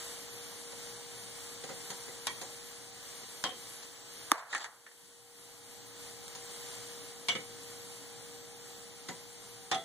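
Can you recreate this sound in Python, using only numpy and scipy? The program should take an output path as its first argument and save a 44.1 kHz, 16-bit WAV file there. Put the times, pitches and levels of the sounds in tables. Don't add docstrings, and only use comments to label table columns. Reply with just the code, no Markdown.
import sys
import numpy as np
from scipy import signal
from scipy.fft import rfft, irfft
from scipy.io import wavfile
from scipy.ndimage import uniform_filter1d

SR = 44100
rng = np.random.default_rng(int(sys.argv[2]) if len(sys.argv) > 2 else 0)


def undo_db(level):
    steps = np.asarray(level, float) / 20
    return 10 ** steps


def put_to_file(sound):
    columns = np.atleast_2d(sound).T
    safe = np.clip(columns, -1, 1)
    whole_steps = np.round(safe * 32767)
    wavfile.write(sys.argv[1], SR, whole_steps.astype(np.int16))


N = 433944


def curve(table):
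    return np.interp(np.arange(N) / SR, *np.array(table).T)


def at_hz(points, hz):
    p = np.array(points, float)
    return np.interp(np.log(np.maximum(hz, 1)), np.log(p[:, 0]), p[:, 1])


def shape(x, gain):
    size = x.shape[-1]
    return irfft(rfft(x) * gain(np.arange(size // 2 + 1) * SR / size), size)


def band(x, lo_hz, hi_hz):
    return signal.sosfilt(signal.butter(2, [lo_hz, hi_hz], "band", fs=SR, output="sos"), x)


def unit(x):
    return x / np.sqrt(np.mean(x ** 2))


def walk(rate):
    k = int(SR / rate)
    levels = np.repeat(rng.standard_normal(N // k + 1), k)
    return 1.26 * uniform_filter1d(uniform_filter1d(levels, k), k)[:N]


def motor():
    # (time [s], level [dB])
    hum = [
        (0.0, -56.5),
        (0.6, -54),
        (2.3, -56.5),
        (3.1, -58.5),
        (4.1, -61),
        (6.05, -55),
        (7.7, -53.5),
        (8.06, -54),
        (8.63, -55),
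        (9.84, -58),
    ]
    # (frequency [Hz], width [Hz], level over hum [dB])
    resonances = [
        (116.6, 6, -12.5),
        (280, 27, -12),
        (771.5, 5.1, -12),
        (832, 10.8, -14.5),
    ]
    # (frequency [Hz], level [dB per Hz])
    air_colour = [(45, -24), (62, -1), (100, -5.5), (200, 5), (400, -1.5), (900, -5.5), (2000, -16.5),
                  (4000, -14)]
    whine_hz = 471.7

    gain = undo_db(uniform_filter1d(curve(hum), 4000))
    phase = 2 * np.pi * np.cumsum(whine_hz + 0.735 * walk(7.2)) / SR
    whine = np.sqrt(2) * np.sin(phase) * undo_db(1.2 * walk(9.4))
    noise = rng.standard_normal((2, N))
    casing = sum(undo_db(db) * unit(band(noise, hz - w / 2, hz + w / 2)) for hz, w, db in resonances)
    air = unit(shape(noise[:, ::-1], lambda f: undo_db(at_hz(air_colour, f))))
    air = air * undo_db(-3.5 + 0.09 * walk(3.72))
    return gain * (whine * np.array([[1], [.3]]) + casing + air)


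def sizzle():
    # (time [s], level [dB])
    flares = [(0.0, -47.5), (0.35, -50), (1.51, -50), (2.9, -51.5), (4.2, -52), (6.3, -52.5), (6.52, -48.5),
              (7.2, -53), (7.62, -50), (8.2, -53.5), (9.84, -55)]
    # (frequency [Hz], level [dB per Hz])
    steam = [(300, -2), (1000, -1), (2000, -2), (4000, 0.5), (7000, -1), (9500, 0.5), (10400, -4.5),
             (11300, 1), (12500, -9.5), (13000, -13), (13500, -9), (15000, -9.5), (15500, -7), (15800, -45)]
    # (time [s], peak level [dB])
    bursts = [
        (0.838, -37),
        (2.4703, -41),
        (4.5186, -26),
        (4.6149, -38),
        (6.2813, -22.5),
        (6.3294, -44),
        (6.7964, -42),
        (7.6335, -38),
    ]

    crackles = rng.random(N) < 900 / SR
    crackle = crackles * undo_db(1.3 * rng.exponential(size=N)) * rng.standard_normal(N)
    hiss = (rng.standard_normal((2, N)) + 0.14 * unit(crackle)) * undo_db(0.96 * walk(9))
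    hiss = unit(shape(hiss, lambda f: undo_db(at_hz(steam, f)))) * undo_db(curve(flares) + 4.0)
    pops = np.zeros((2, N))
    fade = np.exp(-np.arange(40) / 9)
    for s, db in bursts:
        start = int(s * SR)
        pops[:, start:start + 40] = undo_db(db) * rng.standard_normal((2, 40)) * fade
    return hiss + band(pops, 1800, 12000)


def strikes(events, modes, colour_db, rise_s, rattle_s, tail_s, tail_db, crack_db, ring_s,
            scatter_db=3.5, top_hz=10500):
    # (low edge [Hz], high edge [Hz] or the object's top, share of tail time [1])
    blow_bands = [
        (147, 555, 2),
        (756, 2640, 0.88),
        (2160, 5500, 0.45),
        (4330, None, 0.043),
    ]

    out, t = np.zeros((2, N + SR)), np.arange(SR // 4) / SR
    hz, db, t60 = np.repeat(modes, 3, axis=0).T[:, :, None]
    hz = hz * (1 + 0.0234 * rng.standard_normal(hz.shape))
    rings = np.sin(2 * np.pi * hz * t) * undo_db(db - 60 * t / np.minimum(t60, ring_s))
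    swell = 1 - np.exp(-(t + 1 / SR) / rise_s)
    for s, blow_db, hard_db in events:
        band_db = blow_db + np.array(colour_db) + hard_db * (np.arange(len(blow_bands)) - 1)
        ring = undo_db(scatter_db * rng.standard_normal(len(hz))) @ rings
        noise = rng.standard_normal((3, 2, len(t)))
        crack = noise[0] * swell * np.exp(-t / rattle_s)
        chatter = crack + 0.27 * noise[2] ** 3 * swell * undo_db(-60 * t / tail_s)
        ringing = signal.fftconvolve(chatter, ring[None], axes=1)[:, :len(t)]
        body = unit(ringing) + undo_db(crack_db) * unit(crack)
        start = int(s * SR)
        for (lo, hi, share), level_db in zip(blow_bands, band_db):
            tail = unit(noise[1] * swell) * undo_db(tail_db - 60 * t / (share * tail_s))
            part = band(body + tail, lo, hi or top_hz)
            peak = np.sqrt(uniform_filter1d(part ** 2, 256).max(axis=1, keepdims=True))
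            out[:, start:start + len(t)] += undo_db(level_db) * part / peak
    return out[:, :N]


def nudges():
    # (time [s], level [dB], hardness [dB per band upward])
    blows = [(0.719, -49.5, .7), (1.636, -43, 1), (1.689, -44, -1.5), (1.901, -42, 5), (2.079, -48, -1.8),
             (3.23, -54, 3), (3.826, -53, 6), (6.349, -50, 7), (8.199, -59, 4), (2.413, -43, 4),
             (9.085, -39, 2), (1.708, -52, -7)]
    # (frequency [Hz], level [dB], time to fall 60 dB [s])
    kettle = [(181, -10.5, .15), (266, -15, 0.2), (546, 3.5, 0.18), (773, -0.5, 0.093), (977, -6.5, 0.12),
              (1977, 1.5, 0.06), (4270, -3, 0.058), (6770, 11, .04)]
    # (level of each band, low to high [dB])
    colour_db = [1, 1.5, -1, -7]
    return undo_db(-2.0) * strikes(blows, kettle, colour_db, rise_s=0.0023, rattle_s=0.011, tail_s=0.16,
                               tail_db=15.0, crack_db=-1.0, ring_s=0.22)


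def knock():
    # (time [s], level [dB], hardness [dB per band upward])
    blows = [
        (2.269, -35.5, 2.2),
    ]
    # (frequency [Hz], level [dB], time to fall 60 dB [s])
    bowl = [(517, -19, 0.19), (690, -26, 0.29), (1040, 11, 0.15), (1340, -32, 0.15), (1910, 14, 0.18),
            (2190, 13, 0.1), (2552, -39, 5.0), (3285, 11, 0.16), (3320, -12, 0.092), (5087, -36, 5.0),
            (6020, 4, 0.099), (7040, -1, 0.087)]
    # (level of each band, low to high [dB])
    colour_db = [-7.5, 3.5, 5, -1.2]
    return strikes(blows, bowl, colour_db, rise_s=0.00012, rattle_s=0.0034, tail_s=0.22,
                   tail_db=15.0, crack_db=0.34, ring_s=0.083)


def raps():
    # (time [s], level [dB], hardness [dB per band upward])
    blows = [
        (3.4395, -31.5, 1.2),
        (3.469, -60, -1.5),
    ]
    # (frequency [Hz], level [dB], time to fall 60 dB [s])
    rim = [(530, 4, 0.079), (750, -13, .2), (1040, -12, 0.048), (2080, -16, 0.04), (3000, -9, 0.24),
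           (3170, -4, 0.33), (3560, -11, 0.088), (4270, -29, 0.11), (6099, -31, 0.096), (6368, -24, 0.13)]
    # (level of each band, low to high [dB])
    colour_db = [-7, 3.5, 2.5, -12]
    return strikes(blows, rim, colour_db, rise_s=0.00016, rattle_s=0.0021, tail_s=0.29,
                   tail_db=12.0, crack_db=0.33, ring_s=0.17)


def snap():
    # (time [s], level [dB], hardness [dB per band upward])
    blows = [
        (4.3172, -15, -1),
    ]
    # (frequency [Hz], level [dB], time to fall 60 dB [s])
    sheet = [(333, -5, 0.03), (835, -3.5, 0.016), (1210, 7, 0.0097), (3610, -3, 0.01), (6140, 13.5, 0.016),
             (7300, -14, 0.0086), (9150, 0, 0.0088), (11800, 1, 0.0054)]
    # (level of each band, low to high [dB])
    colour_db = [-9.5, 0.5, -3, -0.5]
    return undo_db(2.0) * strikes(blows, sheet, colour_db, rise_s=0.00005, rattle_s=0.000074, tail_s=0.0074,
                              tail_db=3.7, crack_db=1.8, ring_s=0.031, scatter_db=7.0, top_hz=16300)


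def scrape():
    # (start [s], length [s], level [dB], brightness [dB per resonance upward])
    strokes = [
        (4.33, 0.0051, -37.5, -14),
        (4.383, .015, -56, 1.5),
        (4.523, 0.036, -49.5, 2),
        (4.611, 0.036, -49.5, 1),
    ]
    # (low edge [Hz], high edge [Hz], level [dB], fade after a stroke [dB per s])
    resonances = [
        (634, 1670, -2.5, 118),
        (2870, 5000, 1, 450),
        (6300, 7500, -4.5, 802),
    ]
    rise = 471

    roughness = undo_db(1.9 * rng.standard_normal(N // 64 + 1).repeat(64)[:N])
    grains = rng.standard_normal((2, N)) * roughness
    t, out = np.arange(N) / SR, 0
    s, length, db, bright_db = np.array(strokes).T[:, :, None]
    for step, (lo, hi, own_db, fade) in enumerate(resonances):
        loss_db = rise * np.maximum(s - t, 0) + fade * np.maximum(t - s - length, 0)
        level = undo_db(db + own_db + step * bright_db - loss_db).sum(axis=0)
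        out = out + unit(band(grains, lo, hi)) * level
    return out


def tray_clatter():
    # (time [s], level [dB], hardness [dB per band upward])
    blows = [
        (4.528, -29, -3),
        (4.548, -26, 0.5),
        (4.564, -40, 4),
        (4.579, -45, 6.5),
        (4.606, -42.5, -5),
        (4.643, -34, 1),
        (4.653, -57, 3),
        (4.864, -44.5, -6),
        (4.914, -52.5, .6),
    ]
    # (frequency [Hz], level [dB], time to fall 60 dB [s])
    tray_modes = [(856, -2.5, .03), (1200, -25, 0.021), (1796, 9.5, 0.025), (3320, -11, .02),
                  (4480, 4, 0.023), (6450, 4, 0.016), (7450, 1, 0.017)]
    # (level of each band, low to high [dB])
    colour_db = [-16, 0.5, -11, -7]
    return undo_db(-3.0) * strikes(blows, tray_modes, colour_db, rise_s=0.00043, rattle_s=0.0016, tail_s=0.11,
                               tail_db=22.2, crack_db=0.5, ring_s=0.033, top_hz=8700)


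def taps():
    # (time [s], level [dB], hardness [dB per band upward])
    blows = [
        (7.284, -31, 3.5),
        (7.314, -45, -1),
        (7.3505, -36, -2.5),
        (7.403, -49.5, -.6),
    ]
    # (frequency [Hz], level [dB], time to fall 60 dB [s])
    tongs = [(527, 2.5, 0.08), (700, -8, .12), (228, -16, .08), (1280, -16, 5.0), (2197, 6, 0.05),
             (2240, -2, 0.056), (2920, 0.5, 0.18), (3300, -3, 0.26), (3434, -6.5, 0.27), (3740, -10, 0.2),
             (4900, -17, 0.053), (5750, -7, 0.031), (6100, -7, 0.26), (7080, -10, 0.036)]
    # (level of each band, low to high [dB])
    colour_db = [-6, 4, 5, -10]
    return strikes(blows, tongs, colour_db, rise_s=0.001, rattle_s=0.0033, tail_s=0.17,
                   tail_db=10.6, crack_db=-20.5, ring_s=0.086)


def clanks():
    # (time [s], level [dB], hardness [dB per band upward])
    blows = [
        (9.714, -30.5, -0.8),
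        (9.744, -40.5, 2.5),
    ]
    # (frequency [Hz], level [dB], time to fall 60 dB [s])
    grate = [(510, -29.5, 0.47), (680, 2, 0.24), (770, 3.5, 0.36), (1300, -5, 0.16), (1950, -7, 0.28),
             (2910, -7, 0.11), (3360, 5, 0.06), (3402, -1, 0.26), (3700, -24, 0.32), (3700, 5, 0.1),
             (3950, -7, 0.1), (4460, -34, 0.6)]
    # (level of each band, low to high [dB])
    colour_db = [-6.5, 2, 0.5, -15]
    return strikes(blows, grate, colour_db, rise_s=0.00022, rattle_s=0.015, tail_s=0.22,
                   tail_db=13.4, crack_db=-1.4, ring_s=0.3, top_hz=6940)


def ports(paths, deepest_db, tilt_db=0):
    # (frequency [Hz], side minus mid [dB])
    cancelling = [(60, 10), (130, -0.5), (250, 3), (1000, -14), (1900, -8.5), (2350, 6), (2600, 17),
                  (2900, 3.5), (3500, -12.5), (4600, 1), (5200, 14), (5800, -4), (9000, -8.5), (15000, 2)]
    # (frequency [Hz], share of the sum that leans left [1])
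    lean = [(60, -0.29), (400, -0.055), (2400, -0.07), (4400, 0.053), (8000, 0.2), (15000, 0.012)]

    def side_db(f):
        tilt = tilt_db * np.clip(np.log2(f / 1500 + 1e-3), -3, 2.5)
        return np.minimum(at_hz(cancelling, f), deepest_db) + tilt

    mid = shape(paths[0], lambda f: (1 + undo_db(2 * side_db(f))) ** -.5)
    side = shape(paths[1], lambda f: (1 + undo_db(-2 * side_db(f))) ** -.5)
    return mid, side + shape(mid, lambda f: at_hz(lean, f))


def camera_db():
    # (time [s], depth [dB])
    ducks = [
        (4.325, 14),
        (4.56, 13.5),
    ]
    attack_s, hold_s, release = 0.054, 0.13, 10

    s, depth_db = np.array(ducks).T[:, :, None]
    late = np.maximum(np.arange(N) / SR - s, 0)
    down = depth_db * (1 - np.exp(-late / attack_s)) - release * np.maximum(late - hold_s, 0)
    return -np.maximum(down.max(axis=0), 0)


def scene():
    steady = (motor() + sizzle()) * undo_db(camera_db())
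    steel = nudges() + knock() + raps() + taps() + clanks()
    light = snap() + scrape() + tray_clatter()
    light = band(band(light, 325, 10700), 290, 16400)
    groups = [ports(steel * undo_db(2.0), 1.5, tilt_db=1.5), ports(light, 6.9, tilt_db=1.5), ports(steady, 30.0)]
    mid, side = np.sum(groups, axis=0)
    return np.array([mid + side, mid - side])


def band_limit(x):
    return signal.sosfilt(signal.butter(12, 15650, fs=SR, output="sos"), x)


def record(dry):
    # (frequency [Hz], threshold [spreads of chance])
    starved = [(7000, -2.5), (7800, 0.4), (8400, -1), (9800, 0.06), (10600, 0), (11800, 1.2), (12400, -1.7),
               (13100, 0.2), (14000, 0), (15400, -0.3), (15700, 3)]
    spared_hz = 750

    hz, s, spec = signal.stft([dry[0] + dry[1], dry[0] - dry[1]], SR, nperseg=512)
    chance = rng.standard_normal((len(hz) // 4 + 1, len(s) // 6 + 1)).repeat(4, axis=0).repeat(6, axis=1)
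    chance = 1.4 * uniform_filter1d(chance, 10, axis=1)[:len(hz), :len(s)]
    from_edge = np.abs((hz + spared_hz / 2) % spared_hz - spared_hz / 2)
    threshold = at_hz(starved, hz) - 1.2 * (from_edge < 50)
    power = uniform_filter1d(uniform_filter1d(np.abs(spec) ** 2, 5, axis=1), 3, axis=2)
    gain_db = camera_db()[np.minimum(s * SR, N - 1).astype(int)]
    loud_enough = power.sum(axis=0) > undo_db(2 * -58.0)
    lucky = chance - .13 * gain_db > threshold[:, None]
    sum_strong = power[0] > power[1] * undo_db(2 * (-7.0 + 2.5 * chance))
    side_loud = power[1] > undo_db(2 * -52.0)
    spec[0] *= sum_strong | side_loud
    kept = spec * (loud_enough | lucky)
    mid, side = signal.istft(kept, SR, nperseg=512)[1][:, :N] / 2
    return band_limit(np.array([mid + side, mid - side]))


dry = scene()
out = record(dry)
put_to_file(out)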